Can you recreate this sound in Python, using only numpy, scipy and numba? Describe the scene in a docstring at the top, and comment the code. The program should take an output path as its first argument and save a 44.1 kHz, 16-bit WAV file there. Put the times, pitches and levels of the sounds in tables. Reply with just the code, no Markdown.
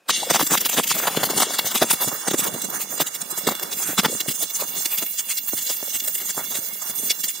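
"""In the corner of a steel frame, close to a small stereo camera, a rod scrapes: the shop-air noise briefly
rises. A stick-welding arc strikes mid-picture: four ranges of noise burn on and flare about eighteen times a
second. Droplets shorting the gap and bursting gas pockets thud as short swinging tones, and the pool gurgles as
sinking ones. From about two seconds the arc is heard aside: the fainter the hiss, the further right it leans.
All along, dark gaps open and close in the hiss and narrow bands stand out; the gaps deepen once the arc is
aside."""
import sys
import numpy as np
from scipy import signal
from scipy.fft import rfft, irfft
from scipy.io import wavfile
from scipy.ndimage import uniform_filter1d
from numba import njit

SR = 44100
rng = np.random.default_rng(int(sys.argv[2]) if len(sys.argv) > 2 else 0)


def put_to_file(sound):
    """Save the sound as 16-bit audio at rate SR, in the file named by the first command-line argument."""
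    columns = np.atleast_2d(sound).T  # one column per channel
    safe = np.clip(columns, -1, 1)
    whole_steps = np.round(safe * 32767)
    wavfile.write(sys.argv[1], SR, whole_steps.astype(np.int16))


N = 326340

# All levels are those ahead of the banded colour and the camera.
STRIKE_S, STRIKE_RISE_S = 0.083, 0.014
ASIDE_S = 1.95  # until then the arc is heard from the middle
POOL_LEAN_DB = -1.5  # left minus right of thuds and gurgles once the arc is aside


def undb(db):
    """Amplitude ratio of a level in dB."""
    return 10 ** (np.asarray(db) / 20)


def colour(x, points):
    """Shapes noise by (f/Hz, level/dB) points and sets its rms to 1."""
    hz, db = np.transpose(points)
    f = np.arange(N // 2 + 1) * SR / N + 1
    shape_db = np.interp(np.log(f), np.log(hz), db, left=-90, right=-90)
    y = irfft(rfft(x) * undb(shape_db), N)
    return y / np.sqrt(np.mean(y ** 2))


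def walk(rate):
    """Random levels held 1 / rate s and slewed twice; spread near 1."""
    k = int(SR / rate)
    steps = np.repeat(rng.standard_normal(N // k + 1), k)
    return 1.3 * uniform_filter1d(uniform_filter1d(steps, k), k)[:N]


def sides(pan_db):
    """Left and right gains from left minus right dB."""
    return undb(np.array([pan_db, -pan_db]) / 2)


def pair(points, unlike, grain_db):
    """Grainy noise at two microphones: a shared part and an opposed part."""
    grit = undb(grain_db * rng.exponential(size=N))  # tiny sparks of very uneven size
    mid, side = (colour(grit * rng.standard_normal(N), points) for _ in range(2))
    share = np.clip(unlike, 0, 1) / 2
    return np.sqrt(1 - share) * mid + np.sqrt(share) * side * np.array([[1], [-1]])


SHOP_DB = -60
TOUCH_S, TOUCH_DB = .058, 7  # the rod scrapes the joint from here until the strike; rise of the noise
# Colour of the air in the workshop: f/Hz, relative level/dB per Hz
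SHOP_COLOUR = [(60, -40), (150, -8), (500, 0), (900, -6), (1500, -9), (1600, 0), (1700, -10), (2350, -14),
               (2550, 2), (2750, -13), (6000, -17), (16000, -28)]


def shop():
    """Quiet workshop air as steady noise, raised while the rod scrapes."""
    t = np.arange(N) / SR
    scraping = (t > TOUCH_S) * (t < STRIKE_S)
    return undb(SHOP_DB + TOUCH_DB * scraping) * pair(SHOP_COLOUR, 0.058, 0)


GURGLE_SAG, GURGLE_WOBBLE = .3, .5  # share of pitch lost over one length; share it wobbles
GURGLE_ROUGH_DB = 5  # how unevenly a gurgle swings
GURGLE_PAN_DB = 2.5  # furthest spread to either side once the arc is aside
# Bubbles in the molten pool: start t/s, peak level/dB before roughness, f/Hz at the peak, length/ms
GURGLES = [(0.227, -15, 447, 11), (0.267, -24, 420, 12), (0.305, -17, 346, 9.3), (0.343, -24, 462, 11),
           (0.424, -23, 210, 12), (0.513, -22, 259, 13.3), (0.575, -30, 180, 10), (0.654, -41, 404, 7.5),
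           (0.78, -29, 316, 7.6), (0.911, -34, 171, 7.8), (0.961, -28, 563, 18), (1.074, -28, 337, 11),
           (1.169, -15.5, 282, 9.6), (1.209, -26.5, 234, 8.2), (1.299, -27.5, 450, 10.6),
           (1.361, -21, 236, 11), (1.401, -19, 302, 9.6), (1.466, -27, 410, 11), (1.643, -35, 590, 9),
           (1.725, -31, 537, 12), (1.819, -10, 412, 11.2), (1.932, -17.5, 224, 8.9),
           (2.071, -23.5, 260, 6.8), (2.122, -29.5, 212, 14), (2.277, -20, 340, 9.6),
           (2.305, -24, 286, 9.1), (2.336, -19, 212, 9.3), (2.388, -29, 564, 13), (2.416, -25, 184, 12),
           (2.448, -29.5, 258, 10.6), (2.479, -29, 172, 21), (2.524, -23, 320, 10), (2.539, -23, 480, 9.5),
           (2.647, -39, 173, 9.5), (2.998, -27, 385, 7), (3.317, -29, 470, 17), (3.376, -35, 380, 15),
           (3.471, -21.5, 215, 10.4), (3.505, -23, 205, 10.5), (3.55, -32, 223, 11), (3.888, -31, 266, 15),
           (3.985, -17, 212, 9.5), (4.053, -25, 243, 15), (4.094, -32, 455, 13), (4.115, -32.5, 536, 12),
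           (4.125, -24, 267, 11.3), (4.141, -25, 245, 10), (4.256, -31.5, 397, 15), (4.279, -25, 210, 9.9),
           (4.295, -27, 170, 9.3), (4.616, -28, 556, 10.4), (4.769, -47, 600, 9.5), (4.799, -40, 573, 12),
           (4.855, -29, 278, 9.1), (5.018, -36.5, 323, 13), (5.281, -36, 463, 10),
           (5.534, -27.5, 319, 10.5), (5.705, -35, 333, 9), (5.825, -39, 410, 12), (5.875, -40, 519, 12),
           (6.37, -29, 327, 13), (6.549, -35, 514, 12), (6.583, -34, 225, 11), (6.891, -31, 183, 14),
           (6.993, -36, 500, 10), (7.029, -33, 530, 11), (7.103, -27.5, 560, 7.6), (7.238, -34, 214, 11)]


def gurgles():
    """A bubble in the pool wobbles for a few uneven swings and sinks in pitch."""
    out, wobble, swell = np.zeros((2, N)), walk(400), walk(300)
    for (s, db, hz, ms), (turn, place) in zip(GURGLES, rng.random((len(GURGLES), 2))):
        i = np.arange(int(s * SR), min(int((s + ms / 400) * SR), N))
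        x = (i / SR - s) * 2000 / ms  # 1 at the peak, half a length after the start
        pitch = hz * (1 + GURGLE_SAG * (1 - x) / 2 + GURGLE_WOBBLE * wobble[i])
        phase = np.cumsum(pitch) / SR
        level = x * np.exp(.5 - x ** 2 / 2) * undb(db + GURGLE_ROUGH_DB * swell[i])
        tone = level * np.cos(2 * np.pi * (phase + turn))
        pan_db = GURGLE_PAN_DB * (2 * place - 1) * (s > ASIDE_S)
        out[:, i] += tone * sides(pan_db)[:, None]
    return out


PATTER_PER_S = 60
PATTER_DB, PATTER_HZ = 8.5, 650  # middle level above the roar; middle pitch


def patter():
    """Small thuds at random moments, their strength following the roar of the burn."""
    moment, strength, size = rng.random((int(PATTER_PER_S * N / SR), 3)).T
    s = .12 + moment * (N / SR - .16)
    burn_s, roar_db = np.transpose(BURN)[[0, 3]]
    db = np.interp(s, burn_s, roar_db) + PATTER_DB + 8 * (strength - .5)
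    return list(zip(s, db, PATTER_HZ * 2 ** (3.34 * (size - .5))))


POCKET_S, POCKET_LAW = 0.0013, 0.14  # time scale of a 1 kHz burst; lower pockets last longer by this power
HEAVE_DB, HEAVE_DB_PER_OCTAVE = -48.5, -16  # heave under a 1 kHz thud; low thuds heave more
# Thuds from the weld pool: t/s, level/dB, f/Hz at the burst
THUDS = [(0.0959, -3, 1210), (0.31, -6.5, 590), (0.3471, -2.5, 876), (0.3592, -2.5, 875), (0.3663, -7, 890),
         (0.3972, -4.5, 1060), (0.4081, -7, 1060), (0.4138, -6, 940), (0.427, -20, 270), (0.5133, -21, 500),
         (0.5186, -9.5, 500), (0.5305, -14, 330), (0.532, -11, 1000), (0.5393, -6, 1050),
         (0.5446, -7.5, 1020), (0.5532, -4.5, 1040), (0.662, -12, 1060), (0.697, -18, 845),
         (0.7759, -15, 600), (0.7315, -19, 850), (0.749, -18, 700), (0.7862, -6, 596), (0.799, -2.5, 900),
         (0.9085, -14, 1190), (0.9154, -5.5, 1170), (0.9524, -19, 1040), (0.9682, -17, 720),
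         (1.0015, -14, 1160), (1.037, -18, 965), (1.047, -21, 700), (1.056, -14, 870), (1.073, -11, 900),
         (1.0822, -3.5, 1030), (1.1497, -13, 890), (1.1743, -5.5, 357), (1.205, -21, 700),
         (1.214, -20, 450), (1.233, -8, 900), (1.2401, -7, 810), (1.27, -24, 800), (1.2913, -16, 1200),
         (1.3054, -12, 596), (1.335, -15, 490), (1.3664, -14, 330), (1.378, -16, 700), (1.3871, -11, 1030),
         (1.4033, -13, 700), (1.4229, -2, 870), (1.4325, -5, 990), (1.508, -14.5, 684), (1.5919, -6.5, 875),
         (1.6678, -16, 747), (1.76, -10.5, 980), (1.8185, -6, 380), (1.8266, -8, 700), (1.844, -6.5, 418),
         (1.912, -5.5, 1070), (1.9366, -13, 314), (2.0456, -17, 750), (2.078, -13, 370), (2.084, -16, 251),
         (2.1178, -14.5, 940), (2.1296, -33, 250), (2.269, -17, 700), (2.2836, -9, 423), (2.3141, -7, 340),
         (2.3438, -9, 342), (2.3944, -18, 550), (2.5443, -32, 422), (2.5515, -15, 433), (2.5627, -16, 330),
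         (3.0035, -5.5, 735), (3.0172, -11.5, 970), (3.3782, -20, 760), (3.4756, -3.5, 477),
         (3.4889, -3, 915), (3.5114, -13, 600), (3.5228, -13, 650), (3.803, -25, 800), (3.8925, -16, 430),
         (3.9039, -17, 302), (3.932, -19, 500), (3.9817, -9, 1170), (3.989, -17, 237), (4.0344, -15, 520),
         (4.049, -12.5, 600), (4.0584, -7, 600), (4.0844, -15, 277), (4.152, -18, 308), (4.286, -21.5, 500),
         (4.313, -24, 500), (4.43, -24, 497), (4.6247, -15.5, 584), (5.5328, -26, 1150), (5.5347, -13, 430),
         (5.7043, -21, 520), (5.8292, -17.5, 460), (6.3792, -13, 925), (6.3942, -19, 805),
         (6.411, -22, 800), (6.5552, -20, 530), (7.035, -28, 400), (7.1084, -27, 460)]


def thuds(rise=0.56, fall=0.26, glide=0.19, heave_hz=190, heave_s=0.00087):
    """A gas pocket swings a few times, dropping in pitch as it bursts; the pool heaves once, lower, behind it."""
    out = np.zeros(N)
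    rows = THUDS + patter()
    t = np.arange(-600, 1200) / SR  # 0 at the burst
    late = np.maximum(t / heave_s + .5, 0)
    for (s, db, hz), (turn, size) in zip(rows, rng.random((len(rows), 2))):
        x = t / POCKET_S * (hz / 1000) ** POCKET_LAW
        shape = np.where(x < 0, np.exp(-(x / rise) ** 2), np.exp(-np.abs(x / fall) ** 0.5))
        pocket = shape * np.cos(2 * np.pi * (t * hz * (1 - glide * np.tanh(x)) + turn))
        swing = np.cos(2 * np.pi * (t * heave_hz * (0.976 + 0.42 * size) + turn))
        heave = late * np.exp(1 - late ** 0.55) * swing
        heave_db = HEAVE_DB + HEAVE_DB_PER_OCTAVE * np.log2(hz / 1000)
        i = int(s * SR) - 600
        out[i:i + len(t)] += undb(db) * (pocket + undb(heave_db) * heave)
    return out


CENTRED_DB, LEAN = -33, 0.57  # sizzle above this is heard in the middle; dB toward the right per dB below it


def lean(db, s):
    """Left minus right dB: once the arc is aside, the fainter the hiss the further right."""
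    return LEAN * np.minimum(db - CENTRED_DB, 0) * (s > ASIDE_S)


EVEN_DB, TREBLE_SLOPE = -18.5, 0.59  # a flare this strong is as loud in the treble; weaker ones lose less there
SCATTER_DB = 1  # each flare has its own balance of treble and top
BODY_DB, BODY_MS = -22, 6  # rough roar around each thud: level against the thud, its full width at 1/e power
# Flares of the arc, before the trim of each range: centre t/s, length/ms near half power,
# sizzle level/dB, roar level/dB above the sizzle
FLARES = [(0.102, 16.7, -16.5, -5.5), (0.178, 7.6, -55, -15), (0.308, 12, -21, 5), (0.354, 26.4, -21.5, -1),
          (0.408, 23, -24, -1.5), (0.429, 9, -23, 0), (0.472, 8.1, -26, -6.5), (0.517, 19, -27, 6),
          (0.543, 31, -21, -5), (0.579, 8.8, -16, -9), (0.613, 10, -24, -22), (0.661, 14.6, -19, -8.5),
          (0.697, 9.5, -25, -4.5), (0.734, 27, -27.5, -5), (0.788, 25.4, -22, 4.5), (0.84, 11, -24, -29),
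          (0.876, 10, -25, -25), (0.895, 18, -31, -21), (0.913, 22, -20.5, -7), (0.958, 22, -32, 4),
          (0.99, 21, -28, -2), (1.041, 31, -32.5, 3.5), (1.079, 13, -19.5, 0), (1.173, 11, -24.5, 2.5),
          (1.213, 21, -38, -10), (1.238, 10, -17.5, 1), (1.26, 17, -25, -7), (1.307, 15, -27.5, 6),
          (1.379, 8.9, -20.5, -2), (1.405, 8, -21.5, 7), (1.426, 17, -21, 1), (1.546, 15, -29, 2),
          (1.592, 11, -17, -18), (1.671, 28, -28, -5.5), (1.717, 10, -29, -9), (1.757, 17, -22.5, -3),
          (1.777, 13, -28, -25), (1.827, 16, -20.5, 2), (1.911, 14, -20, -2.5), (1.936, 13, -23.5, -0.5),
          (2.029, 34, -31, -3), (2.088, 16, -31.5, -4.5), (2.144, 45, -44, 11), (2.282, 13, -25.5, 4),
          (2.313, 14, -26.5, -5), (2.342, 12, -26, 3), (2.397, 23, -29, -12), (2.445, 13, -30, -18),
          (2.476, 17, -32.5, -3), (2.543, 9.2, -39, -8), (2.621, 7.8, -31, -20), (2.648, 18, -43, 10.5),
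          (2.703, 8.3, -42, 5), (2.752, 35, -39.5, 5.5), (2.817, 29, -33, -3), (2.929, 54, -43, 6),
          (2.981, 8.7, -39.5, 8), (3.013, 21.4, -21.5, -3.5), (3.076, 17, -31.5, -29),
          (3.154, 19, -35.5, -1.5), (3.218, 13, -34.5, -5), (3.315, 17, -40, -1), (3.384, 18, -33, -3),
          (3.476, 9.7, -23.5, 6), (3.492, 11, -27, -6), (3.517, 23, -33.5, 4.5), (3.553, 1.2, -25.5, -1),
          (3.598, 2.3, -29.5, 1), (3.632, 9.6, -26, -10), (3.729, 21, -30.5, -8), (3.792, 26, -34, -11),
          (3.827, 28, -36.5, 0), (3.906, 70, -36.5, 2.5), (3.992, 17.5, -19.5, 0), (4.037, 6.8, -27, -4),
          (4.055, 14.4, -17.5, 1), (4.209, 10, -19, -12.5), (4.289, 15, -24, -8), (4.313, 22, -31, -13),
          (4.355, 22, -38.5, -16), (4.413, 43, -39.5, -5), (4.433, 17, -30, -11), (4.505, 13, -38, -23),
          (4.559, 33, -34.5, -5), (4.61, 25, -32.5, -3), (4.637, 15, -39.5, 4), (4.778, 31, -37.5, -0.5),
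          (4.859, 6.8, -23.5, -15), (4.939, 32, -30, -16), (4.985, 17, -28.5, -8), (5.029, 15, -34.5, 1),
          (5.067, 10, -36.5, -9), (5.198, 18, -26.5, -18), (5.31, 27, -27.5, -16), (5.381, 14.5, -26, -23),
          (5.489, 14, -30.5, -14), (5.537, 19, -47.5, 11.5), (5.585, 24.5, -29, -11),
          (5.621, 21, -33.5, -14), (5.669, 26, -35.5, -15), (5.704, 19, -29.5, -4.5), (5.727, 34, -32, -31),
          (5.769, 6.5, -36, -26), (5.953, 28, -30, -7), (6.004, 5.8, -27.5, -28), (6.045, 14, -35, -10),
          (6.082, 9.6, -25, -14.5), (6.153, 12, -29, -37), (6.185, 11, -33, -31), (6.211, 26, -33.5, -9),
          (6.301, 21.4, -27, -8.5), (6.394, 43, -36.5, 6.5), (6.444, 19, -41, -5), (6.521, 27, -36.5, 0.5),
          (6.553, 14.4, -26.5, -8), (6.571, 19, -33.5, -3), (6.591, 14, -43.5, 2.5), (6.688, 5.8, -48, -12),
          (6.737, 18, -40, -22), (6.824, 13, -42.5, 5), (6.904, 17, -33.5, -8), (6.958, 8.2, -47, -11),
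          (6.994, 22, -40, -12), (7.055, 46, -35.5, -8), (7.11, 15, -18.5, -38), (7.203, 22, -43, -1),
          (7.242, 9.1, -23, -12), (7.255, 14, -32, -16), (7.291, 13, -31.5, -25), (7.302, 19, -31, -30)]


def flare_power(edge=2.48, tail=0.95):
    """Power envelopes (roar, sizzle, treble, top) x (left, right): flares are rounded swells, thuds add roar."""
    out = np.zeros((4, 2, N))
    for (s, ms, db, roar_db), tilt in zip(FLARES, rng.standard_normal(len(FLARES))):
        half = ms * SR / 2000
        i = np.arange(max(int(s * SR - 4 * half), 0), min(int(s * SR + 4 * half), N))
        x = (i - s * SR) / half
        bump = 2 ** -(np.abs(np.where(x > 0, x / tail, x)) ** edge)
        treble_db, tilt_db = TREBLE_SLOPE * (EVEN_DB - db), SCATTER_DB * tilt
        range_db = db + np.array([roar_db, 0, treble_db - tilt_db, treble_db + tilt_db])
        gains = undb(range_db)[:, None] * sides(lean(db, s))
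        out[:, :, i] += gains[:, :, None] ** 2 * bump
    for s, db, hz in THUDS:
        i = int(s * SR) + np.arange(-900, 900)
        swell = np.exp(-((i / SR - s) * 2000 / BODY_MS) ** 2)
        out[0][:, i] += undb(2 * (db + BODY_DB)) * swell
    return out


BURN_LEAN_DB, TOP_LEAN_DB = -1, -1.5  # once aside: burn further right than flares; treble ranges further still
UNLIKE_PER_DB, SIZZLE_ALIKE = 0.33, 0.32  # the sides grow unlike as the burn leans; the sizzle by this share of it
TREBLE_UNLIKE, AIR_UNLIKE, LEAST_UNLIKE = 0.69, 0.71, 0.00027  # unlikeness of the two microphones, 0-1
DEPTH_CENTRE, DEPTH_ASIDE, FLARE_FILL = 0.7, 1.2, 0.8  # depth of the gaps (1 = dark); how much a flare fills them
# Steady burn before its wavering: t/s, sizzle 2-6 kHz level/dB, treble 6-10 kHz level/dB,
# roar level/dB, top treble level/dB
BURN = [(0.16, -29.5, -29.5, -39.5, -42), (0.26, -31, -33.5, -35, -36.5), (0.48, -34.5, -35, -41, -31),
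        (0.76, -35.5, -35, -45, -32), (1.17, -32, -30.5, -33.5, -35), (1.39, -29.5, -29.5, -33, -32.5),
        (1.89, -34.5, -31.5, -41, -34.5), (2.38, -38.5, -32, -35, -38.5), (3.28, -43.5, -41, -43.5, -40.5),
        (3.65, -37.5, -37, -37.5, -34), (3.91, -46, -35, -47, -38), (4.09, -33.5, -31, -38.5, -35.5),
        (4.35, -45.5, -36.5, -45, -36.5), (4.74, -38, -35, -43.5, -29), (5.38, -40, -38, -50, -29.5),
        (5.82, -38.5, -31.5, -45, -29.5), (6.97, -40, -37.5, -44, -31), (7.4, -41, -39.5, -49.5, -33.5)]
# Colours of the four ranges of arc noise, low to high: f/Hz, relative level/dB per Hz
ROAR = [(70, -39), (150, 8.5), (300, 5.5), (620, 5), (900, 5), (1300, 5), (1800, 3.5), (2900, -15)]
SIZZLE = [(1200, -17.5), (2100, 1.5), (2800, 4), (3500, 6), (4200, 4.5), (5600, 2), (7500, -33)]
TREBLE = [(4600, -12.5), (6100, 6.5), (7500, 6), (9000, 4.5), (10300, 2.5), (13000, -13)]
AIR = [(8800, -28), (11000, -1.5), (13000, 2.5), (15500, 4), (17000, -33)]


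def arc():
    """Four ranges of hiss, each a wavering steady burn plus the flares; returns roar, hiss and gap depth."""
    t = np.arange(N) / SR
    s, *columns = np.transpose(BURN)
    sizzle_db, treble_db, roar_db, top_db = (np.interp(t, s, c) for c in columns)
    aside = t > ASIDE_S
    pan_db = lean(sizzle_db, t) + BURN_LEAN_DB * aside
    unlike = -UNLIKE_PER_DB * pan_db
    lit = np.clip((t - STRIKE_S) / STRIKE_RISE_S, 0, 1)
    flutter, flares = 0.68 * walk(35), flare_power()
    out = []
    # colour, burn dB, flare trim dB, own waver dB, grain dB, flare power, unlikeness
    for points, db, flare_db, own_db, grain_db, flare, apart in (
            (ROAR, roar_db, 0.1, 2.1, 2.1, flares[0], None),
            (SIZZLE, sizzle_db, 1.5, 1.3, 1.5, flares[1], None),
            (TREBLE, treble_db, -2.5, 1.6, 1.2, flares[2], TREBLE_UNLIKE),
            (AIR, top_db, -2.5, 1.6, 1.2, flares[3], AIR_UNLIKE)):
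        burn = lit * undb(db + flutter) * sides(pan_db)
        calm = burn[0] ** 2 / (burn[0] ** 2 + flare[0] + 1e-12)  # share of the power that is steady burn
        ragged = undb(flare_db + 1.14 * walk(180))  # a flare is a string of sputters
        waver = undb(own_db * (0.21 + 0.49 * calm) * walk(30))
        gain = np.sqrt(burn ** 2 + flare * ragged ** 2) * waver
        if apart:
            gain = gain * sides(TOP_LEAN_DB * aside)
        else:  # the low ranges of flares are alike on both sides
            apart = LEAST_UNLIKE + unlike * calm * (SIZZLE_ALIKE if points is SIZZLE else 1)
        out.append(gain * pair(points, apart, grain_db))
    filled = flares[1, 0] / (flares[1, 0] + undb(2 * sizzle_db))
    depth = np.where(aside, DEPTH_ASIDE, DEPTH_CENTRE) - FLARE_FILL * filled
    return out[0], sum(out[1:]), depth


@njit
def notch(x, g, k, share):
    """State-variable filter that takes out a share of the band around its centre; a negative share lifts it."""
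    y, b, l = np.empty(len(x)), 0., 0.
    for i in range(len(x)):
        v = (b + g[i] * (x[i] - l)) / (1 + g[i] * (g[i] + k[i]))  # band around the centre
        b, l, y[i] = 2 * v - b, l + 2 * g[i] * v, x[i] - share[i] * k[i] * v
    return y


LOW_PATCH_DB, HIGH_PATCH_DB = 4, 2  # how far each part of the spectrum flickers on its own
# Centres of the flickering parts of the roar and of the hiss: f/Hz
LOW_PATCHES_HZ = [200, 340, 580, 980, 1650]
HIGH_PATCHES_HZ = [2600, 3900, 5800, 8000, 10800, 14000]


def patches(x, centres, db, rate):
    """Each part of the spectrum swells and sinks on its own, so the sputter comes in uneven patches."""
    even = np.ones(N)
    for hz in centres:
        share = 1 - undb(db * walk(rate) - db ** 2 / 9)  # the last term offsets the power the swells add
        x = np.array([notch(side, even * np.tan(np.pi * hz / SR), even * 0.67, share) for side in x])
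    return x


GAP_WIDTH_HZ = 700
GAP_SWING, GAP_SHARE, DARKEST = .45, 1.05, .995  # how far gaps open and close; dark part of width; deepest cut
MOTTLE_DB, MOTTLE_FROM_HZ = 4, 3740  # small patches swell and sink above this pitch, fully an octave up
# Broad gap in the treble that drifts: t/s, f/Hz
GAP = [(0, 9600), (1.0, 11900), (1.8, 11350), (5.5, 11400), (6.6, 10300), (7.4, 10400)]
# Dark gaps in the hiss that open and close: f/Hz, width/Hz, extra depth (1 = dark)
DIPS = [(2080, 150, -.2), (2500, 380, .2), (3100, 330, .1), (3790, 340, .2), (4310, 380, .3),
        (4770, 220, .2), (5200, 340, .3), (5780, 420, .4), (7200, 220, -.4), (7830, 300, -.2),
        (8750, 280, -.3), (9600, 300, -.4), (10650, 300, -.3), (12750, 400, -.4), (14250, 250, -.6)]
# Narrow bands where the hiss stands out: f/Hz, width/Hz, lift level/dB at full depth
RINGS = [(1240, 60, 4), (2150, 65, 8), (2800, 80, 8), (3480, 75, 8), (4020, 70, 9), (4580, 80, 6),
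         (4980, 80, 7), (5450, 75, 9), (6160, 80, 6), (7550, 70, 6), (8490, 60, 6), (9085, 60, 7)]


def banded(x, depth, size=2048, hop=512):
    """Flat dark gaps and lifted bands that open, close and shift on their own."""
    f, t, z = signal.stft(x, SR, nperseg=size, noverlap=size - hop)
    f, at = f[:, None], np.minimum((t * SR).astype(int), N - 1)
    depth, gain = uniform_filter1d(depth, size=hop * 2)[at], 1
    gaps = [[np.interp(t, *np.transpose(GAP)) * (1 + .012 * walk(6)[at]), GAP_WIDTH_HZ, 0]]
    gaps += [[hz * (1 + .004 * walk(3)[at]), width, extra] for hz, width, extra in DIPS]
    for hz, width, extra in gaps:
        share = np.clip(depth + extra + GAP_SWING * walk(12)[at], 0, DARKEST)
        gain = gain * (1 - share * np.exp(-(2 * (f - hz) / (GAP_SHARE * width)) ** 8))
    for hz, width, db in RINGS:
        lift_db = db * np.clip(depth, 0, 1) * np.clip(1 + 0.27 * walk(13)[at], 0, 2)
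        centre = hz * (1 + .003 * walk(3)[at])
        gain = gain * undb(lift_db / (1 + (2 * (f - centre) / width) ** 2))
    mottle = uniform_filter1d(rng.standard_normal(z.shape[1:]), size=3, axis=1)
    mottle = uniform_filter1d(mottle, size=12, axis=0)
    mottle_db = MOTTLE_DB * mottle / mottle.std() * np.clip(f / MOTTLE_FROM_HZ - 1, 0, 1)
    gain = gain * undb(mottle_db - MOTTLE_DB ** 2 / 9)
    return signal.istft(z * gain, SR, nperseg=size, noverlap=size - hop)[1][:, :N]


def scene():
    """Arc, pool and workshop air, all passed through the same dark gaps and lifted bands."""
    t = np.arange(N) / SR
    roar, hiss, depth = arc()
    roar = patches(roar, LOW_PATCHES_HZ, LOW_PATCH_DB, 30)
    hiss = patches(hiss, HIGH_PATCHES_HZ, HIGH_PATCH_DB, 40)
    pool = (thuds() + gurgles()) * sides(POOL_LEAN_DB * (t > ASIDE_S))
    return banded(pool + roar + hiss + shop(), depth * (t > STRIKE_S))


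def record(dry):
    """The camera cuts rumble, rounds the highest peaks and cuts the top."""
    low_cut = signal.butter(3, 140, "high", fs=SR, output="sos")
    top_cut = signal.ellip(10, .2, 80, 15700, fs=SR, output="sos")
    rounded = np.tanh(signal.sosfilt(low_cut, dry) / .9) * .9
    return signal.sosfilt(top_cut, rounded)


dry = scene()
out = record(dry)
put_to_file(out)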